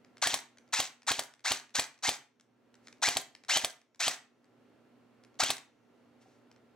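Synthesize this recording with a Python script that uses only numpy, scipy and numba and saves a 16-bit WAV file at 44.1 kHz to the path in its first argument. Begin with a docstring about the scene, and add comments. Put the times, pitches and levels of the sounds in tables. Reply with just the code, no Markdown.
"""Airsoft rifle in a small room

An electric airsoft rifle fires into a chronograph: ten trigger pulls, five of them double shots.
Geared motor noise whirrs up against the spring, ringing modes and noise bursts make the piston's slam,
the gears coast to rest, and short filtered bursts give the plastic clicks between.
A close stereo microphone with gain control ducks the humming, ventilated room after loud shots."""
import sys
import numpy as np
from scipy import signal
from scipy.fft import rfft, irfft, next_fast_len
from scipy.io import wavfile
from scipy.ndimage import uniform_filter1d, minimum_filter1d
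from numba import njit

SR = 44100
rng = np.random.default_rng(int(sys.argv[2]) if len(sys.argv) > 2 else 0)


def generate_wav(signal):
    """Clip the signal to [-1, 1] and save it as 16-bit WAV at the path in sys.argv[1]."""
    frames = np.transpose(np.atleast_2d(signal))
    scaled = np.clip(frames, -1, 1) * 32767
    pcm = np.round(scaled).astype(np.int16)
    wavfile.write(sys.argv[1], SR, pcm)


N = 297675
TIME = np.arange(N) / SR

# Room air, before the microphone. Each row: frequency in Hz, relative level in dB.
AIR_COLOUR = [(25, -30), (80, -22), (118, -10), (175, -15), (250, -3), (330, -8), (420, -8), (680, -14),
              (1000, -19), (1500, -21.5), (2800, -27.5), (5000, -35.5), (9000, -43), (16000, -50)]
# Mains hum and faint electrical whines. Each row: frequency in Hz, mean rms level in dB.
HUM = [(119.7, -78.5), (240, -69.5), (281, -82.5), (1362, -85), (2719, -93), (4350, -99)]
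# Stereo spread of sound from all round. Each row: frequency in Hz, side over mid in dB.
WIDTH = [(100, -7), (700, -6.5), (2000, -7.5), (5000, -2.5), (10000, -3)]
# Colour of the near walls. Each row: frequency in Hz, relative level in dB.
WALL_COLOUR = [(50, -15.5), (150, 7.5), (260, 7.5), (700, 0), (1500, 3.5), (4000, -3), (8000, 1.5),
               (16000, -3)]

# Trigger let go or grip shifted. Each row: start in seconds, click in dB, rebound against the click in dB.
CLICKS = [(.0473, -52.5, -19.5), (.5726, -49, 2), (1.3379, -36.5, -16.5), (1.942, -43, -13.5),
          (2.398, -44, -3), (2.742, -49, -4.5), (2.8716, -42.5, -4.5), (2.927, -45, -22.5),
          (3.3507, -34, -19.5), (3.8152, -43.5, -22), (4.4438, -57, -9), (5.237, -51.5, -3.5),
          (6.5146, -50.5, -16.5), (6.562, -58.5, -15)]
# Rifle shifted in the hands. Each row: centre in seconds, half length in seconds, relative level in dB.
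RUSTLES = [(2.875, .04, -69.5), (6.225, 0.016, -69), (6.307, 0.092, -76)]
# A soft tap as the rifle is moved: start in seconds, frequency in Hz, decay in seconds, level in dB.
NUDGE = (6.257, 760, .011, -58)
# Colour of the plastic stock. Each row: frequency in Hz, relative level in dB.
STOCK_COLOUR = [(200, -23), (900, -7.5), (2100, 0), (3000, -7), (4300, -4), (6200, -3.5), (9000, -12),
                (16000, -23.5)]

# Trigger pulls. Each row: motor on in seconds, motor off in seconds, then relative levels in dB
# of the rattle, the whine and the trigger click.
PULLS = [(.217, 0.305, -25.5, -29, -47.5), (.725, 0.814, -25, -30, -60), (1.067, 1.14, -24, -27, -45),
         (1.441, 1.528, -25, -29, -46), (1.741, 1.802, -24.5, -31, -46), (2.025, 2.1, -23, -28.5, -46),
         (3.018, 3.1, -26, -29.5, -63), (3.484, 3.585, -26.5, -27.5, -42.5),
         (3.994, 4.082, -24.5, -27, -46.5), (5.39, 5.475, -27, -28, -65)]
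# Gear train partials; slower gears add lines between the overtones.
# Each row: multiple of the mesh pitch, relative level in dB.
WHINE_PARTIALS = [(.67, -14), (1, 0), (1.33, -14), (1.75, -15), (2, -9), (3, -20)]
# Colour of the metal shell. Each row: frequency in Hz, relative level in dB.
SHELL_COLOUR = [(60, -38.5), (250, -24.5), (480, -14.5), (770, -1), (1000, -5), (1300, -4.5), (2000, -1),
                (2900, -4.5), (4100, 2), (5200, -1.5), (6200, 1), (7800, -3.5), (10000, -15.5),
                (16000, -19)]

# Piston landings. Each row: time in seconds, strength in dB, thump of air in the barrel in dB (both relative).
SHOTS = [(0.2725, -2.5, -2), (0.3417, -4, -3), (0.8027, -2, 0), (1.1182, -.5, 1), (1.1935, -0.5, -1),
         (1.5195, -0.5, 1.5), (1.7965, 1, 3), (2.092, 2, 5.5), (3.088, -5, -1), (3.17, -1.5, -1),
         (3.572, -0.5, -3.5), (3.6474, 3, -.5), (4.0808, -1.5, -2.5), (5.4368, -4.5, -1),
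         (5.5044, -2, -1.5)]
# Air in the barrel, sounding before the piston lands.
# Each row: frequency in Hz, start after landing in seconds, swell in seconds, relative level in dB.
AIR_MODES = [(80, -.011, .0035, -44), (129, -.0085, .0047, -38.5), (268.6, -.015, .0052, -37),
             (403.7, -.006, .0038, -34.5), (890, -.0064, .0016, -23.5)]
# Resonances of the slam.
# Each row: frequency in Hz, start after landing in seconds, swell in seconds, relative level in dB.
SLAM_MODES = [(703, -.0006, .0013, -14.5), (1125, -.0005, .0014, -19.5), (2332, -.001, .00053, -14),
              (3158, -.0013, .0006, -10), (3957, -.0011, .00054, -11), (4550, -.0008, .00071, -15),
              (7830, 0, 0.0016, -18.5)]
# The spring sings on. Each row: frequency in Hz, relative level in dB, time to fall 60 dB in seconds.
SPRING_MODES = [(1071, -76, 1.4), (2210, -78, 1.0), (5437, -82, 2.2), (5720, -83, 1.4), (6002, -81, 1.6),
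                (6095, -81, 1.4), (6200, -81, 1.4), (6820, -81, 1.4)]
# Colour of the muzzle crack. Each row: frequency in Hz, relative level in dB.
CRACK_COLOUR = [(300, -18), (1500, -10), (4000, -9), (6000, -15.5), (8500, 3.5), (11000, -3.5),
                (13000, -7.5), (16000, -16)]

# motor: unloaded mesh pitch, time to spin up, time to race after a landing, braking
FREE_HZ, SPIN_UP_S, RELEASE_S, BRAKE_HZ_PER_S = 3450, .021, .011, 45000
# a part-cocked spring is wound sooner but loads the motor more: mesh pitch per second of winding
MESH_HZ_PER_S = 36800
# how far single teeth and groups of teeth can stray in strength
TOOTH_DB, LUMP_DB, TEETH_PER_LUMP = 3.5, 3.5, 6
# the gears rattle less once the spring is let go
UNLOADED_DB = -2.6
# the piston flies this long before it lands; its scrape off the last tooth decays this fast
STROKE_S, SLIP_S = .009, .0072
# the gear catches the piston rack just after the motor starts
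CATCH_S, CATCH_DB = .0145, -26
# the ratchet pawl drops within this time of the last shot of a pull, more softly the later it falls
PAWL_S, PAWL_DB, PAWL_FADE_DB_PER_S = .08, -23, 109.5
CHATTER_FADE_DB_PER_S = 200
# the trigger takes up its slack just before the motor starts
TAKE_UP_S, TAKE_UP_REBOUND_DB = .047, -3
# a plastic part clicks, then springs back with a brighter tick
REBOUND_S, CLICK_TREBLE_DB, REBOUND_TREBLE_DB = .0114, -9, -1.5
MUZZLE_PAN_DB = -.3
TOP_HZ = 16100


def undb(db):
    """Decibels to gain."""
    return 10 ** (np.asarray(db) / 20)


def unit(x):
    """Scale to rms 1."""
    return x / np.sqrt(np.mean(x ** 2))


def span(seconds):
    """A time axis."""
    return np.arange(int(seconds * SR)) / SR


def response(points, size):
    """Gain at each FFT bin through (Hz, dB) points, straight on a log frequency axis."""
    hz, db = np.transpose(points)
    bins = np.fft.rfftfreq(size, 1 / SR) + 1
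    return undb(np.interp(np.log(bins), np.log(hz), db))


def colour(x, points):
    """Minimum-phase filter through (Hz, dB) points that keeps the power of white noise."""
    size = 4096
    # folding the cepstrum onto positive times makes the filter causal
    cepstrum = irfft(np.log(unit(response(points, size))))
    cepstrum[1:size // 2] *= 2
    cepstrum[size // 2 + 1:] = 0
    impulse = irfft(np.exp(rfft(cepstrum)))
    return signal.fftconvolve(x, impulse)[:len(x)]


def add(track, start, sound):
    """Mix a sound in at a time in seconds."""
    i = max(int(start * SR), 0)
    track[i:i + len(sound)] += sound[:N - i]


def burst(decay_s):
    """A contact: noise that dies away at once."""
    t = span(.06)
    return rng.standard_normal(len(t)) * np.exp(-t / decay_s)


def ring(t, modes):
    """Resonances that swell and die away around time zero."""
    sound = np.zeros(len(t))
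    for hz, start, swell, db in modes:
        age = np.maximum(t - start, 0)
        envelope = age / swell * np.exp(1 - age / swell)
        sound += undb(db) * envelope * np.sin(2 * np.pi * hz * age)
    return sound


def diffuse(size):
    """Stereo noise from all round: the channels are more alike in the bass than in the treble."""
    share = response(WIDTH, size)
    mid, side = rfft(rng.standard_normal((2, size)))
    left_right = np.array([mid + share * side, mid - share * side])
    return irfft(left_right / np.sqrt(1 + share ** 2), size)


def place(x, lead_samples, pan_db):
    """A source to the left reaches the left capsule sooner and, with positive pan, louder."""
    size = next_fast_len(N)
    delay = np.exp(-2j * np.pi * np.fft.rfftfreq(size) * lead_samples)
    late = irfft(rfft(x, size) * delay, size)[:N]
    return np.array([x * undb(pan_db / 2), late * undb(-pan_db / 2)])


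def background(air_db, pan_db):
    """Ventilation as coloured diffuse noise, under slightly wavering mains hum lines."""
    air = unit(np.array([colour(side, AIR_COLOUR) for side in diffuse(N)]))
    hum = np.zeros(N)
    for hz, db in HUM:
        drift = np.interp(TIME, np.linspace(0, TIME[-1], num=50), rng.standard_normal(size=50))
        level = np.sqrt(2) * undb(db + 1.0 * drift)
        hum += level * np.sin(2 * np.pi * hz * TIME + 0.2 * drift)
    return (undb(air_db) * air + hum) * undb(np.array([[pan_db], [-pan_db]]) / 2)


def room(x, wet_db, t60, treble_t60, build_s):
    """Near walls answer within milliseconds and die away fast, the treble first."""
    t = span(.6)
    noise = diffuse(len(t)) * (1 - np.exp(-(t / build_s) ** 2))
    low = signal.sosfiltfilt(signal.butter(2, 4000, fs=SR, output="sos"), noise)
    low_tail = low * np.exp(-np.log(1000) * t / t60)
    treble_tail = (noise - low) * np.exp(-np.log(1000) * t / treble_t60)
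    tail = unit(low_tail + treble_tail) / np.sqrt(len(t))
    echoes = [signal.fftconvolve(x, colour(side, WALL_COLOUR))[:N] for side in tail]
    return undb(wet_db) * np.array(echoes)


def nudge(s, hz, decay_s, db):
    """One soft, hollow tap: a decaying sine."""
    track, t = np.zeros(N), span(0.11)
    add(track, s, undb(db) * np.exp(-t / decay_s) * np.sin(2 * np.pi * hz * t))
    return track


def tick(treble_db):
    """One plastic contact, dull or bright by the share of treble in its noise."""
    touch = burst(decay_s=0.0018)
    dull = signal.sosfilt(signal.butter(2, 4500, fs=SR, output="sos"), touch)
    bright = signal.sosfilt(signal.butter(2, 4500, "high", fs=SR, output="sos"), touch)
    # the bands are in opposite phase, so subtracting joins them
    return dull - undb(treble_db) * bright


def handling():
    """Plastic parts click and spring back; hands rub the stock as swelling noise."""
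    contact = np.zeros(N)
    take_ups = [(on - TAKE_UP_S, db, TAKE_UP_REBOUND_DB) for on, *_, db in PULLS]
    for s, db, rebound_db in CLICKS + take_ups:
        add(contact, s, undb(db) * tick(CLICK_TREBLE_DB))
        add(contact, s + REBOUND_S, undb(db + rebound_db) * tick(REBOUND_TREBLE_DB))
    for s, half, db in RUSTLES:
        swell = np.exp(-((TIME - s) / half) ** 2)
        contact += undb(db) * swell * rng.standard_normal(N)
    return colour(contact, STOCK_COLOUR)


def gears(on, off, loaded_db, whine_db):
    """One pull: the motor spins up under load, races after the first landing, then coasts to rest."""
    t = span(.25)
    wobble, tooth_chance, hiss, seating, lump_chance = rng.standard_normal((5, len(t)))
    landing = min(s for s, *_ in SHOTS if s > on) - on
    loaded_hz = MESH_HZ_PER_S * landing
    driven = np.minimum(t, off - on)
    load = np.exp(-np.maximum(driven - landing, 0) / RELEASE_S)
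    hz = load * loaded_hz * (1 - np.exp(-t / SPIN_UP_S)) + (1 - load) * FREE_HZ
    hz = np.maximum(hz - BRAKE_HZ_PER_S * (t - driven), 0)
    jitter = 1 + .045 * unit(uniform_filter1d(wobble, size=40))
    phase = 2 * np.pi * np.cumsum(hz * jitter) / SR
    # the teeth take up their slack; the starting current gives a surge of torque
    bite = np.minimum(.1 + (t / .014) ** 2, 1) * (1 + .5 * np.exp(-t / .035))
    coast = np.where(t > driven, hz / hz.max(), 1)
    slack = np.clip((t - landing + STROKE_S) / 0.0044, 0, 1)
    force = undb(loaded_db + UNLOADED_DB * slack)
    # every tooth strikes with its own strength; the slower second gear makes the rattle lumpy
    tooth = (phase / (2 * np.pi)).astype(int)
    lumps = undb(LUMP_DB * np.tanh(lump_chance[tooth // TEETH_PER_LUMP]))
    strength = undb(TOOTH_DB * np.tanh(tooth_chance[tooth])) * lumps
    strike = strength * (1 + .5 * np.cos(phase)) * coast ** .55
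    rattle = strike / np.sqrt(np.mean(strike[t <= driven] ** 2)) * hiss
    # the whine comes and goes as the teeth seat, and is first to fade without drive
    waver = undb(3 * unit(uniform_filter1d(seating, size=130))) * coast ** 2
    whine = waver * sum(undb(db) * np.sin(k * phase) for k, db in WHINE_PARTIALS)
    return bite * (force * rattle + undb(whine_db - 3.5) * whine)


def gearbox():
    """Gears, pawl and piston all shake the same metal shell, which colours their noise."""
    shake = np.zeros(N)
    for on, off, rattle_db, whine_db, _ in PULLS:
        add(shake, on, gears(on, off, rattle_db, whine_db))
        add(shake, on + CATCH_S, undb(CATCH_DB) * burst(decay_s=.0024))
        last_shot = max(s for s, *_ in SHOTS if s < off + .1)
        # the pawl drops twice
        for delay in PAWL_S * rng.random(size=2):
            pawl_db = PAWL_DB - PAWL_FADE_DB_PER_S * delay
            add(shake, last_shot + delay, undb(pawl_db) * burst(decay_s=.0024))
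    for s, db, _ in SHOTS:
        # the piston slips off the last tooth, then lands
        add(shake, s - STROKE_S, undb(db - 34.5) * burst(decay_s=SLIP_S))
        add(shake, s, undb(db - 13.0) * burst(decay_s=0.0075))
    return colour(shake, SHELL_COLOUR)


def spring(age):
    """The spring sings on after the landing: slowly decaying sines."""
    song = np.zeros(len(age))
    for hz, db, t60 in SPRING_MODES:
        song += undb(db) * np.exp(-np.log(1000) * age / t60) * np.sin(2 * np.pi * hz * age)
    return song


def shots():
    """Air drives down the barrel, the piston slams, the muzzle cracks; then loose parts chatter."""
    t = span(2)
    lead = .02  # seconds kept before the landing
    thump = ring(t - lead, AIR_MODES)
    slam = ring(t - lead, SLAM_MODES) + spring(np.maximum(t - lead, 0))
    crack = burst(decay_s=0.0013)  # the same noise at every shot
    body, sharp = np.zeros(N), np.zeros(N)
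    for s, db, thump_db in SHOTS:
        add(body, s - lead, undb(thump_db) * thump + undb(db) * slam)
        add(sharp, s, undb(db - 9.5) * crack)
        # the piston bounces once
        add(sharp, s + 0.0067, undb(db - 23) * burst(decay_s=0.003))
        for delay in rng.random(size=8) * 0.084:
            chatter_db = db - 25 - CHATTER_FADE_DB_PER_S * delay
            add(sharp, s + delay, undb(chatter_db) * burst(decay_s=.0009))
    return body + colour(sharp, CRACK_COLOUR)


def scene():
    """The muzzle is almost straight ahead; gearbox and hands are further off to the left."""
    action = gearbox() + handling()
    muzzle = shots() + nudge(*NUDGE)
    direct = place(action, lead_samples=1.41, pan_db=1.1)
    direct = direct + place(muzzle, lead_samples=0.11, pan_db=MUZZLE_PAN_DB)
    to_walls = action + undb(-3.5) * muzzle
    walls = room(to_walls, wet_db=-10.5, t60=0.3, treble_t60=0.22, build_s=0.0088)
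    return direct + walls + background(air_db=-65, pan_db=-0.5)


@njit
def follow(size, attack, release):
    """Peak follower: rises fast, sinks slowly."""
    out, e = np.empty(len(size)), 0.
    for i in range(len(size)):
        e += (size[i] - e) * (attack if size[i] > e else release)
        out[i] = e
    return out


def gain_control(x, ceiling_db, attack_s, release_s):
    """Loud peaks pull the gain down just ahead of the sound; it creeps back slowly."""
    coming = -minimum_filter1d(-np.abs(x).max(axis=0), size=31)
    peak = follow(coming, 1 - np.exp(-1 / (attack_s * SR)), 1 / (release_s * SR))
    reduction = np.maximum(peak / undb(ceiling_db), 1)
    return x / uniform_filter1d(reduction, size=31)


def record(dry):
    """The capsules lose deep bass, the left more; then gain control, rounded peaks and a steep top cut."""
    heard = signal.sosfilt(signal.butter(1, 50, "high", fs=SR, output="sos"), dry)
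    bass = signal.sosfilt(signal.butter(1, 600, fs=SR, output="sos"), heard)
    # bass a little down on the left, up on the right
    heard = heard + .11 * np.array([[-1], [1]]) * bass
    held = gain_control(heard, ceiling_db=-14.0, attack_s=.0002, release_s=0.43)
    headroom = .4
    rounded = headroom * np.tanh(held / headroom)
    top_cut = signal.ellip(8, .1, 60, TOP_HZ, fs=SR, output="sos")
    return signal.sosfiltfilt(top_cut, rounded)


dry = scene()
out = record(dry)
generate_wav(out)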